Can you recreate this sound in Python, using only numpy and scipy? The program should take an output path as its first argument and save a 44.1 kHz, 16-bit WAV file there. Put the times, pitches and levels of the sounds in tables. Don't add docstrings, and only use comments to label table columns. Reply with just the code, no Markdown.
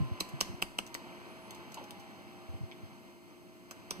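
import sys
import numpy as np
from scipy import signal
from scipy.fft import rfft, irfft
from scipy.io import wavfile
from scipy.ndimage import uniform_filter1d

SR = 44100
rng = np.random.default_rng(int(sys.argv[2]) if len(sys.argv) > 2 else 0)


def bounce(signal):
    frames = np.transpose(np.atleast_2d(signal))
    limited = np.clip(frames, -1, 1)
    pcm = np.round(limited * 32767).astype(np.int16)
    wavfile.write(sys.argv[1], SR, pcm)


N = 176400
T = np.arange(N) / SR

# start_s, snap_db, scrape_db, scrape_s, ring_hz, ring_db, ring_t60_s, knock_db
DRIVE_CLICKS = [(0.2074, -21, -31.5, 0.0053, 4000, -21, 0.012, -30),
                (0.4114, -19, -27, 0.0057, 5380, -13.5, 0.0032, -29),
                (0.6248, -18.5, -33, 0.0056, 2770, -11.5, 0.0061, -33.5),
                (0.7886, -29.5, -35, 0.004, 2890, -16, 0.009, -32),
                (0.9506, -32.5, -46, 0.0065, 1930, -27.5, 0.015, -40),
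                (3.9094, -25, -36.5, 0.003, 9200, -22.5, 0.0029, -33.5)]
# time_s, gain_db
FAN_SWELL = [(0, 3), (.55, 2.5), (.75, -3), (1.0, 0.5), (1.25, 2.5), (1.8, 1), (2.4, -1.5), (2.9, -3.5),
             (3.2, -7.5), (3.6, -7), (3.85, -2.5), (4, 1)]


def undb(db):
    return 10 ** (np.asarray(db) / 20)


def unit(x):
    return x / np.sqrt(np.mean(x ** 2))


def noise(spectrum):
    hz, db = np.array(spectrum, float).T
    bins_hz = np.maximum(np.fft.rfftfreq(N, 1 / SR), 1)
    gain = undb(np.interp(np.log(bins_hz), np.log(hz), db))
    return unit(irfft(rfft(rng.standard_normal(N)) * gain, N))


def butter(x, hz, kind):
    return signal.sosfilt(signal.butter(2, hz, kind, fs=SR, output="sos"), x)


def drift(rate_hz):
    hold = int(SR / rate_hz)
    steps = np.repeat(rng.standard_normal(N // hold + 1), hold)
    return unit(uniform_filter1d(uniform_filter1d(steps, hold), hold)[:N])


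def decay(start_s, t60_s):
    return (T >= start_s) * np.exp(-np.log(1000) * np.maximum(T - start_s, 0) / t60_s)


def mode(start_s, hz, t60_s):
    return decay(start_s, t60_s) * np.sin(2 * np.pi * hz * (T - start_s))


def tone(hz, rms_db):
    return np.sqrt(2) * undb(rms_db) * np.sin(2 * np.pi * np.cumsum(hz) / SR)


def glide(curve, waver):
    time_s, hz, db = np.array(curve).T
    pitch_hz = np.interp(T, time_s, hz) * (1 + waver * drift(70))
    level_db = np.interp(T, time_s, db) + 2 * drift(20)
    return tone(pitch_hz, level_db) * (T >= time_s[0]) * (T <= time_s[-1])


def room(x):
    # freq_hz, density_db
    spectrum = [(100, 9), (205, 2), (600, -6), (1500, 0.5), (2800, -3.5), (4400, -2.5), (5700, -7),
                (7000, -4.5), (8200, -7), (11000, -2.5), (15500, -11)]
    early = noise(spectrum) * decay(0.0033, t60_s=0.064)
    late = noise(spectrum) * decay(0.012, t60_s=0.46)
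    response = undb(-10) * early / np.linalg.norm(early) + undb(-16.5) * late / np.linalg.norm(late)
    return signal.fftconvolve(x, response)[:N]


def fan_drone():
    return undb(-61.5) * unit(butter(rng.standard_normal((2, N)), (197, 355), "bandpass"))


def fan_air():
    # freq_hz, density_db
    spectrum = [(30, -20), (78, -2), (100, 2.5), (150, 2), (210, 0), (300, 0), (460, -8), (1000, -5.5),
                (1450, -11.5), (2100, -10.5), (3000, -13), (3600, -18.5), (4400, -18), (5700, -21.5),
                (7000, -23.5), (8200, -23), (11000, -26.5), (15500, -26)]
    swell_db = np.interp(T, *np.array(FAN_SWELL).T) + 0.97 * drift(22.1)
    air = noise(spectrum)
    bins_hz = np.fft.rfftfreq(N, 1 / SR)
    low, below_hiss = (irfft(rfft(air) / (1 + (bins_hz / hz) ** 4), N) for hz in (330, 4500))
    rumble = low * undb(-52 + 0.52 * swell_db)
    rush = (below_hiss - low) * undb(-52.5 + swell_db)
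    hiss = (air - below_hiss) * undb(-56.5 + 0.22 * swell_db)
    return rumble + rush + hiss


def fan_hum():
    # pitch_hz, level_db
    partials = [(353.3, -60), (647.5, -66), (2119, -70.5)]
    swell_db = 0.3 * np.interp(T, *np.array(FAN_SWELL).T)
    hum = np.zeros(N)
    for hz, db in partials:
        waver = 0.008 * min(1, 400 / hz)
        hum += tone(hz * (1 + waver * drift(15)), db + swell_db + 2 * drift(9))
    return hum


def motor_whine():
    # time_s, pitch_hz, level_db
    curve = [(0, 1041, -57.5), (.5, 992, -63), (1.0, 940, -66.5), (1.5, 888, -66), (2.0, 805, -62),
             (2.55, 772, -65.5), (3.15, 790, -81)]
    return glide(curve, waver=0.0048)


def squeaks():
    # time_s, pitch_hz, level_db
    curves = [
        [(1.28, 9600, -78), (1.31, 10200, -69), (1.37, 10350, -78), (1.42, 9950, -71), (1.49, 9950, -73),
         (1.52, 9600, -76)],
        [(1.60, 13500, -84), (1.64, 12900, -69.5), (1.71, 11900, -82)],
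    ]
    return sum(glide(curve, waver=0.007) for curve in curves)


def hand_bumps():
    # start_s, level_db, t60_s
    bumps = [(0.004, -20, 0.067), (0.016, -20.5, 0.088), (0.03, -25, 0.16), (0.115, -23, 0.082),
             (0.336, -30.5, 0.14), (0.495, -30.5, 0.08), (0.542, -29.5, 0.038), (2.489, -31.5, 0.16),
             (2.541, -30.5, 0.1), (2.609, -29, 0.076), (2.632, -28.5, 0.1), (2.831, -36.5, 0.13)]
    pitches_hz = 112 * np.exp(0.13 * rng.standard_normal(len(bumps)))
    thuds = sum(undb(db) * mode(start_s, hz, t60_s)
                for (start_s, db, t60_s), hz in zip(bumps, pitches_hz))
    return butter(thuds, (45, 280), "bandpass")


def taps():
    # start_s, level_db, centre_hz, width_hz, t60_s
    contacts = [(1.771, -40.5, 820, 375, 0.1), (1.773, -51.5, 2760, 1830, 0.14),
                (1.81, -47.5, 530, 353, 0.088), (2.7146, -38.5, 2840, 1480, 0.0057),
                (2.7215, -41, 2930, 1470, 0.0087), (3.711, -41.5, 890, 1180, 0.021)]
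    out = np.zeros(N)
    for start_s, db, hz, width_hz, t60_s in contacts:
        push = rng.standard_normal(N) * decay(start_s, t60_s)
        makeup_gain = np.sqrt(SR / 2 / width_hz)
        out += undb(db) * makeup_gain * butter(push, (hz - width_hz / 2, hz + width_hz / 2), "bandpass")
    return out


def ticks():
    # start_s, level_db, t60_s
    contacts = [(0.29, -48, 0.045), (0.865, -44.5, 0.027), (0.875, -49, .02), (0.9437, -32.5, 0.014),
                (1.5079, -36, 0.013), (1.548, -47.5, 0.037), (1.7198, -49.5, 0.038), (1.7434, -37.5, 0.023),
                (1.84, -49.5, 0.03), (1.9082, -36, 0.012), (1.998, -53.5, 0.061), (3.7102, -38.5, 0.028)]
    # freq_hz, density_db
    spectrum = [(500, -49), (1500, -1), (2700, 8), (4200, 5.5), (6000, 10.5), (8200, 6), (11000, -0.5),
                (15500, 3)]
    return noise(spectrum) * sum(undb(db) * decay(start_s, t60_s) for start_s, db, t60_s in contacts)


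def metal_rings():
    return sum(undb(db) * mode(start_s, hz, t60_s) for start_s, _, _, _, hz, db, t60_s, _ in DRIVE_CLICKS)


def drive_clicks():
    # freq_hz, density_db
    snap_spectrum = [(300, -3.5), (1400, -12), (3000, 2), (4400, -4), (5700, 3.5), (7000, -11), (8000, 2.5),
                     (10500, -12.5), (15500, -6.5)]
    # freq_hz, density_db
    rattle_spectrum = [(120, 10), (450, 0), (1100, -12.5), (1900, 4), (3000, 4), (8000, -12), (15500, -28)]
    # pitch_hz, gain_db, t60_s
    case_modes = [(206, -11, 0.1), (316, -10, 0.03), (386, -5, 0.025), (532, -15, 0.058), (780, -10, 0.015),
                  (1025, -3.5, 0.023), (1165, -8, 0.033)]
    case_lag_s, detune = 0.0012, 0.015
    snap, rattle = noise(snap_spectrum), noise(rattle_spectrum)
    friction = butter(noise(snap_spectrum), 1390, "highpass") * unit(undb(2.5 * drift(1500)))
    mechanism, knock = np.zeros(N), np.zeros(N)
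    for start_s, snap_db, scrape_db, scrape_s, _, _, _, knock_db in DRIVE_CLICKS:
        scrape_ramp = np.clip(3 * (T - start_s + scrape_s) / scrape_s, 0, 1) * (T < start_s)
        mechanism += undb(scrape_db) * friction * scrape_ramp
        mechanism += undb(snap_db) * snap * decay(start_s, t60_s=0.0065)
        knock += undb(knock_db + 9) * decay(start_s, t60_s=0.0006)
        knock += undb(knock_db - 11) * rattle * decay(start_s, t60_s=0.047)
        for hz, db, t60_s in case_modes:
            polarity, offset = rng.standard_normal(2)
            ringing = mode(start_s + case_lag_s, hz * (1 + detune * offset), t60_s)
            knock += undb(knock_db + db) * np.sign(polarity) * ringing
    return mechanism + butter(knock, 182, "highpass")


def mic_pair(x):
    lead_s, mid_from_hz, mid_phase_rad = 0.000558, 190, 0.5
    bins_hz = np.fft.rfftfreq(N, 1 / SR)
    phase = 2 * np.pi * bins_hz * lead_s - np.pi
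    phase = np.where(bins_hz > mid_from_hz, np.maximum(phase, mid_phase_rad), phase)
    right = irfft(rfft(x) * np.exp(1j * uniform_filter1d(phase, size=161)), N)
    return np.array([x, right])


def scene():
    hits = drive_clicks() + ticks() + taps()
    metal = metal_rings()
    room_send = hits + undb(-10) * metal
    tones = fan_hum() + motor_whine() + squeaks()
    near = hits + metal + room(room_send) + hand_bumps() + fan_air() + tones
    drone = fan_drone()
    diffuse = np.array([undb(-7.5) * fan_air() + undb(-0.5) * room(room_send) for _ in range(2)])
    return mic_pair(near) + drone + diffuse


def record(dry):
    cutoff_hz = 15200
    return signal.sosfilt(signal.ellip(8, 0.2, 80, cutoff_hz, fs=SR, output="sos"), dry)


dry = scene()
out = record(dry)
bounce(out)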